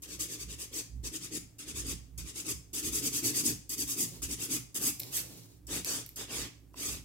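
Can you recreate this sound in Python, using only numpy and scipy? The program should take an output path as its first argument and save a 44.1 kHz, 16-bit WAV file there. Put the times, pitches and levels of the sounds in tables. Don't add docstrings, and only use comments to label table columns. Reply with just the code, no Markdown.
import sys
import numpy as np
from scipy import signal
from scipy.fft import rfft, irfft
from scipy.io import wavfile
from scipy.ndimage import uniform_filter1d, map_coordinates

SR = 44100
rng = np.random.default_rng(int(sys.argv[2]) if len(sys.argv) > 2 else 0)


def dump_mix(stems):
    frames = np.atleast_2d(stems).T
    limited = np.clip(frames, -1, 1)
    pcm = np.round(limited * 32767).astype(np.int16)
    wavfile.write(sys.argv[1], SR, pcm)


N = 310464
TIME = np.arange(N) / SR


def undb(db):
    return 10 ** (np.asarray(db) / 20)


def unit(x):
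    return x / np.sqrt(np.mean(x ** 2))


def steady(x, size):
    return x / np.sqrt(uniform_filter1d(x ** 2, size))


def colour(x, points):
    hz, db = np.transpose(points)
    log_f = np.log(np.fft.rfftfreq(N, 1 / SR) + 1)
    gain = undb(np.interp(log_f, np.log(hz), db, left=-90, right=-90))
    return irfft(rfft(x) * unit(gain), N)


def ring(x, modes):
    out = 0
    for hz, width, db in modes:
        b, a = signal.iirpeak(hz, hz / width, SR)
        once = signal.lfilter(b, a, x)
        out = out + undb(db) * signal.lfilter(b, a, once)
    return out


def walk(rate):
    knots = rng.standard_normal(N // 16)
    return unit(np.interp(TIME * rate, np.arange(len(knots)), knots))


def bend(x, ratio):
    where = np.cumsum(ratio) % (N - 1)
    return np.array([map_coordinates(row, [where], order=3) for row in np.atleast_2d(x)])


def grit(speed, grains_per_s, spread):
    share = np.clip(grains_per_s * (.2 + speed) / SR, .001, 1) * np.ones(N)
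    hits = np.flatnonzero(rng.random(N) < share)
    size = np.exp(spread * rng.standard_normal(N)[hits])
    size = size * rng.choice([-1, 1], N)[hits]
    return unit(np.bincount(hits, size / np.sqrt(share[hits]), N))


def arc(s, rise_s, fall_s):
    span = slice(max(int((s - rise_s) * SR), 0), int((s + fall_s) * SR))
    return span, np.interp(TIME[span], [s - rise_s, s, s + fall_s], [0, .5, 1])


def swells(events, power):
    energy = np.zeros(N)
    for s, rise_s, fall_s, db in events:
        span, phase = arc(s, rise_s, fall_s)
        energy[span] += (undb(db) * np.abs(np.sin(np.pi * phase)) ** power) ** 2
    return np.sqrt(energy)


def ports(x):
    return np.array([x, np.roll(x, 4)])


def tail(t60_s, damp_hz, onset_s):
    t = TIME[:SR]
    noise = rng.standard_normal(SR)
    low = signal.sosfilt(signal.butter(2, min(damp_hz, SR / 2 - 1), fs=SR, output="sos"), noise)
    fade = np.exp(-np.log(1000) * t / t60_s)
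    echo = (low * fade + (noise - low) * fade ** 1.35) * (1 - np.exp(-t / onset_s))
    return echo / np.linalg.norm(echo)


def room(pair, near_db, far_db):
    echoes = []
    for _ in range(2):
        near = tail(t60_s=0.036, damp_hz=10300, onset_s=0.00027)
        far = tail(t60_s=0.4, damp_hz=7900, onset_s=0.0053)
        echoes.append(undb(near_db) * near + undb(far_db) * far)
    wet = signal.fftconvolve(pair, echoes, axes=1)[:, :N]
    where = np.arange(N) + .00022 * SR * walk(14)
    wet = np.array([map_coordinates(row, [where], order=3) for row in wet])
    return (pair + wet) / np.sqrt(1 + undb(2 * near_db))


# frequency_hz, density_db
AIR_SPECTRUM = [(25, 12), (100, -18), (230, -3), (285, 12.5), (330, 1.5), (500, -8.5), (1000, -18.5),
                (4000, -25), (16000, -21.5)]
# frequency_hz, rms_level_db
HUM_TONES = [(60, -65), (109, -64), (169, -74)]


def air():
    mid, side = colour(rng.standard_normal((2, N)), AIR_SPECTRUM)
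    noise = mid + .5 * side * np.array([[1], [-1]])
    hum = 0
    for hz, db in HUM_TONES:
        phase = 2 * np.pi * hz * TIME + 0.77 * walk(1.944)
        hum = hum + undb(db) * np.sqrt(2) * np.sin(phase)
    return undb(-65) * noise + hum * undb([[-3], [2]])


# strongest_s, rise_s, fall_s, drive_db
ARM_LEANS = [(.2, .24, 0.15, -53), (.49, .15, 0.14, -47.5), (.98, .11, 0.18, -43),
             (1.91, 0.32, 0.24, -45.5), (2.23, 0.18, .1, -46), (2.56, 0.075, 0.074, -50),
             (2.88, 0.071, 0.21, -49.5), (3.52, 0.13, .12, -55), (3.86, 0.088, 0.065, -53),
             (4.29, 0.14, 0.12, -47), (5.74, .19, 0.13, -53.5), (6.42, 0.1, 0.08, -47),
             (6.93, 0.093, 0.16, -48.5)]
# frequency_hz, density_db
BOOM_SPECTRUM = [(25, -11), (44, -70), (52, -23), (59, 17.5), (66, 3.5), (80, 0), (100, -31)]
THUD_SPECTRUM = [(70, -36), (92, -13), (109, -1), (128, 2), (148, -13), (168, -3), (190, -15.5),
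                 (260, -14.5)]
LEAN_SWELL = 1.65
REST_BOOM_DB, REST_THUD_DB = -65, -66
LEAN_THUD_DB, FILING_THUD_DB, SLIDE_THUD_DB = -6, -6.5, -2.5
ARM_LAG_S, ARM_SMEAR_S = 0.044, 0.11
TABLE_OWN_DB = -10.5


def table(drag):
    lean = swells(ARM_LEANS, LEAN_SWELL)
    smeared = np.abs(uniform_filter1d(drag ** 2, int(ARM_SMEAR_S * SR)))
    work = np.interp(TIME - ARM_LAG_S, TIME, smeared)
    skin = swells(SKIN_SLIDES, SLIDE_SWELL)
    boom = np.hypot(undb(REST_BOOM_DB), lean)
    thud = np.sqrt(undb(REST_THUD_DB) ** 2 + (undb(LEAN_THUD_DB) * lean) ** 2
                   + undb(FILING_THUD_DB) ** 2 * work + (undb(SLIDE_THUD_DB) * skin) ** 2)
    out = 0
    for strength, spectrum, sides_db in ((boom, BOOM_SPECTRUM, [[-3], [4]]),
                                         (thud, THUD_SPECTRUM, [[-2.5], [1.2]])):
        noise = colour(rng.standard_normal((3, N)), spectrum)
        common, left, right = steady(noise, size=SR // 30)
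        shake = common + undb(TABLE_OWN_DB) * np.array([left, right])
        out = out + shake * strength * undb(sides_db)
    return out


# strongest_s, rise_s, fall_s, drive_db
SKIN_SLIDES = [(4.13, .11, .11, -51), (5.06, 0.096, 0.14, -51), (5.22, 0.099, 0.15, -52),
               (5.37, 0.16, .12, -52.5), (5.48, 0.13, 0.13, -60.5)]
# frequency_hz, density_db
SKIN_SPECTRUM = [(150, -10), (300, 19.5), (700, 5.5), (1500, -4), (2600, 1), (4000, 5), (7000, 6.5),
                 (12000, 1), (16000, 6)]
SLIDE_SWELL = 1.02


def slide():
    unevenness_db = 1.8 * walk(50)
    touch = swells(SKIN_SLIDES, SLIDE_SWELL) * undb(unevenness_db)
    common, left, right = rng.standard_normal((3, N))
    hiss = unit(ports(common) + np.array([left, right]))
    return room(colour(hiss * touch, SKIN_SPECTRUM), near_db=-9.5, far_db=-11.5)


# start_s, force_db
EDGE_BUMPS = [(.809, -16.5), (4.22, -14), (5.988, -13), (6.742, -13)]
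# frequency_hz, width_hz (of one filter pass), gain_db
PAD_MODES = [(620, 400, -3), (1000, 450, 0), (2300, 1400, -8)]
PAD_PUSH_S = .0012


def bumps():
    force, t = np.zeros(N), TIME[:SR // 50]
    for s, db in EDGE_BUMPS:
        push = rng.standard_normal(len(t)) * np.exp(-t / PAD_PUSH_S)
        i = int(s * SR)
        force[i:i + len(t)] += undb(db) * push / np.linalg.norm(push)
    return room(ports(ring(force, PAD_MODES)), near_db=-8, far_db=-8)


# start_s, snap_drive_db, knock_drive_db, scuff_decay_s
HARD_TICKS = [(4.8175, -21, -15, .0001), (4.9963, -10.5, -31, 0.0026), (5, -9, -14.5, 0.003),
              (5.003, -15, -25, .0004), (5.0185, -32, -15, 0.000096), (5.0336, -14, -12.5, 0.00011),
              (5.436, -36, -32, 0.0014), (5.847, -5.5, -5.5, 0.00012), (6.063, -18, -24, 0.0018),
              (6.0913, -17.5, -28, 0.00086)]
# frequency_hz, width_hz (of one filter pass), gain_db
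KNOCK_MODES = [(2330, 470, -3.5), (4484, 1800, 0.5), (5270, 1100, -2)]
SNAP_MODES = [(7200, 2300, -7.5), (12500, 2600, 1), (13900, 2600, -7)]


def ticks():
    snap, knock = np.zeros(N), np.zeros(N)
    t = TIME[:1024]
    for s, snap_db, knock_db, decay_s in HARD_TICKS:
        i = int(s * SR)
        scuff = 0.27 * rng.choice([-1, 1], len(t)) * np.exp(-t / decay_s) * (t > 0)
        push = (t == 0) + scuff
        snap[i:i + len(t)] += undb(snap_db) * push
        knock[i:i + len(t)] += undb(knock_db) * push
    sound = ring(snap, SNAP_MODES) + ring(knock, KNOCK_MODES)
    return room(np.array([sound, sound]), near_db=-8, far_db=-5)


# fastest_s, speed_up_s, slow_down_s, rasp_drive_db
FILE_STROKES = [(0.031, 0.024, 0.043, -48.5), (0.132, .075, 0.046, -44.5), (.212, .027, .06, -35),
                (.331, 0.059, 0.048, -41), (.425, .052, 0.023, -41.5), (0.52, 0.048, 0.046, -45.5),
                (.615, 0.04, .055, -41.5), (.784, 0.074, 0.042, -38.5), (1.07, .045, .026, -39.5),
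                (1.157, .043, .027, -39.5), (1.245, 0.046, 0.042, -42.5), (1.371, .07, .017, -37),
                (1.614, .08, 0.047, -47.5), (1.699, 0.047, .031, -43), (1.785, 0.051, 0.056, -39.5),
                (1.905, 0.071, 0.041, -37), (2.185, 0.034, 0.063, -46), (2.286, 0.046, 0.045, -46),
                (2.393, 0.059, 0.039, -39), (2.515, 0.076, 0.016, -33.5), (2.779, 0.079, 0.046, -37.5),
                (2.869, .055, 0.041, -35.5), (2.963, 0.056, 0.053, -33), (3.067, .057, 0.031, -32.5),
                (3.16, .048, 0.059, -32.5), (3.261, 0.042, 0.066, -30.5), (3.383, 0.059, 0.05, -32),
                (3.468, 0.039, 0.068, -30), (3.734, 0.061, .024, -38), (3.812, .05, .039, -34.5),
                (3.906, 0.045, 0.059, -36), (4.014, 0.058, .056, -32.5), (4.235, 0.047, 0.043, -38.5),
                (4.333, 0.057, 0.023, -37), (4.436, 0.062, 0.042, -37), (4.536, .055, 0.054, -33),
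                (4.773, 0.045, 0.017, -37), (4.881, 0.097, 0.031, -32), (5.17, 0.062, 0.057, -35.5),
                (5.745, .07, 0.077, -37), (5.902, 0.075, 0.14, -35.5), (6.205, 0.052, 0.059, -42.5),
                (6.363, .092, 0.13, -39), (6.85, 0.1, .16, -38.5)]
# start_s, landing_scratch_db,
# fizz_db, board_db, finger_db (these three relative to the rasp, before effort and direction),
# hollow_tip_db (relative to the board), left_minus_right_db
STROKE_RUNS = [(.020, -42, -6.5, -10.5, -13.5, -30, 1.1), (1.03, -58, -8.5, -10, -10, -23, 2.3),
               (1.584, -47, -9.5, -9, -10.5, -16.5, 1), (2.177, -38.5, -9.5, -11, -13, -13, 1.5),
               (2.731, -40, -6, -9.5, -10, -30, 1.07), (3.693, -35, -4, -11.5, -12.5, -29, 0.79),
               (4.219, -39, -6.5, -9.5, -10.5, -13.5, 0.6), (4.744, -36.5, -2, -9.5, -13, -6.5, 0.2),
               (5.106, -75, -0.5, -8.5, -23, -16, -2), (5.668, -43, -7.5, -6.5, -8, -4, 0.5),
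               (5.846, -39, -8.5, -8.5, -13.5, -3.5, 0), (6.159, -37.5, -8, -5.5, -13.5, -4.5, -1),
               (6.735, -60, -5.5, -9, -11.5, -7.5, -1)]
SWELL = 1.565
SETTLE_S = 0.0082
PUSH_FINGER_DB, PUSH_FIZZ_DB = 2, -0.14
USUAL_DB = -38
FIZZ_DB_PER_DB, BOARD_DB_PER_DB, FINGER_DB_PER_DB = 0.27, -0.42, -0.05


def hand():
    speed, place, drive = np.zeros(N), np.zeros(N), np.zeros((5, N))
    ends = [run[0] for run in STROKE_RUNS[1:]] + [np.inf]
    sides = []
    for (lands, _, fizz_db, board_db, finger_db, tip_db, pan_db), end in zip(STROKE_RUNS, ends):
        strokes = [row for row in FILE_STROKES if lands < row[0] < end]
        for k, (s, rise_s, fall_s, db) in enumerate(strokes):
            span, phase = arc(s, rise_s, fall_s)
            push = -1 if k % 2 == 0 else 1
            effort = db - USUAL_DB
            v = np.abs(np.sin(np.pi * phase))
            contact = v ** SWELL * np.clip((TIME[span] - lands) / SETTLE_S, 0, 1) ** 2
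            speed[span] = v
            place[span] = -push * np.cos(np.pi * phase)
            fizz = undb(fizz_db + FIZZ_DB_PER_DB * effort + PUSH_FIZZ_DB * push) * contact ** 0.97
            board = undb(board_db + BOARD_DB_PER_DB * effort) * contact ** 0.53
            finger = undb(finger_db + FINGER_DB_PER_DB * effort + PUSH_FINGER_DB * push) * contact ** 0.26
            tip = undb(tip_db) * board
            drive[:, span] += undb(db) * np.array([contact, fizz, board, finger, tip])
            sides.append((s, pan_db))
    return speed, place, drive, np.interp(TIME, *np.transpose(sides))


# frequency_hz, density_db
FINGER_SPECTRUM = [(90, -11), (170, -17), (240, -4.5), (295, 1.5), (340, -4.5), (410, -7), (490, -14.5),
                   (580, -30), (900, -32.5)]
TIP_SPECTRUM = [(130, -6), (170, 5), (240, 6.5), (320, 8.5), (450, 8), (700, -1), (1200, -2), (1800, -2),
                (2600, -16)]
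# time_s, pitch_hz
GRIP_PITCH = [(0, 343.5), (.7, 335.8), (1.2, 299), (2.4, 302.2), (3.5, 283.2), (7.0, 275.5)]
FINGER_HZ = 295
# frequency_hz, width_hz (of one filter pass), gain_db
STANDING_WAVES = [(170, 10, 11), (294.2, 22, -3.5)]


def rubbing(speed, finger, hollow):
    pitch_hz = np.interp(TIME, *np.transpose(GRIP_PITCH))
    noise = colour(rng.standard_normal(N), FINGER_SPECTRUM)
    shudder = bend(noise, pitch_hz / FINGER_HZ)[0]
    rub = steady(shudder, size=SR // 30) * finger
    tip = colour(grit(speed, grains_per_s=2500, spread=0.31), TIP_SPECTRUM) * hollow
    body = ports(undb(1.03) * rub + undb(1.0) * tip) * undb([[-1.0], [1.0]])
    dull = room(body, near_db=-15, far_db=-12)
    return undb(-1.0) * (dull + ring(dull, STANDING_WAVES))


def touchdown():
    scratch, t = np.zeros(N), TIME[:SR // 10]
    for s, scratch_db, *_ in STROKE_RUNS:
        i = int(s * SR)
        scratch[i:i + len(t)] += undb(scratch_db) * np.exp(-t / 0.013)
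    return scratch


def abrasion(speed, place, shared):
    common, left, right = (grit(speed, grains_per_s=16000, spread=0.27) for _ in range(3))
    grains = np.sqrt(shared) * ports(common) + np.sqrt(1 - shared) * np.array([left, right])
    grains = grains * undb(1.7 * walk(900) + .8 * walk(110))
    lag_s = 0.0008096 * (1 + .25 * place + 0.16 * walk(3))
    where = np.arange(N) - lag_s * SR
    back = np.array([map_coordinates(g, [where], order=3) for g in grains])
    return unit(grains + 0.41 * back)


# frequency_hz, density_db
RASP_SPECTRUM = [(2500, -17), (4000, -19), (4700, -2.5), (5400, -5), (6100, 0.5), (7000, -1.2), (8300, -2),
                 (9600, -3.5), (11500, -24), (15000, -34)]
FIZZ_SPECTRUM = [(7500, -3.5), (9500, -6.5), (11000, -2.5), (13000, -3.5), (14200, -5), (16000, -9)]
BOARD_SPECTRUM = [(500, -35), (700, -6.5), (850, -11.5), (1140, -7), (1500, -10.5), (1900, -4.5),
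                  (2300, -1), (2700, 0), (3000, -3), (3300, -0.5), (3900, -4), (5500, -4)]


def scraping(speed, place, rasp, fizz, board):
    grains = abrasion(speed, place, shared=0.46)
    scratch = touchdown()
    overhang = walk(9)
    scrape = bend(colour(grains, RASP_SPECTRUM), .95 + .07 * speed + .03 * overhang)
    scrape = scrape * (rasp + 0.45 * scratch)
    sparkle = colour(grains, FIZZ_SPECTRUM) * (fizz + 0.53 * scratch)
    wood = bend(colour(grains, BOARD_SPECTRUM), 1 + .025 * overhang) * board
    mix = undb(0.33) * scrape + undb(1.6) * sparkle + undb(0.1) * wood
    return room(mix, near_db=1.5, far_db=-3)


def filing(speed, place, drive, pan_db):
    rasp, fizz, board, finger, hollow = drive
    bright = scraping(speed, place, rasp, fizz, board)
    dull = rubbing(speed, finger, hollow)
    return bright * undb(np.array([pan_db, -pan_db]) / 2) + dull


def scene():
    speed, place, drive, pan_db = hand()
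    finger, tip = drive[-2:]
    background = air() + table(np.hypot(finger, tip))
    handling = slide() + bumps() + ticks()
    return background + handling + filing(speed, place, drive, pan_db)


def record(dry):
    return signal.sosfilt(signal.ellip(10, .2, 70, 15900, fs=SR, output="sos"), dry)


dry = scene()
out = record(dry)
dump_mix(out)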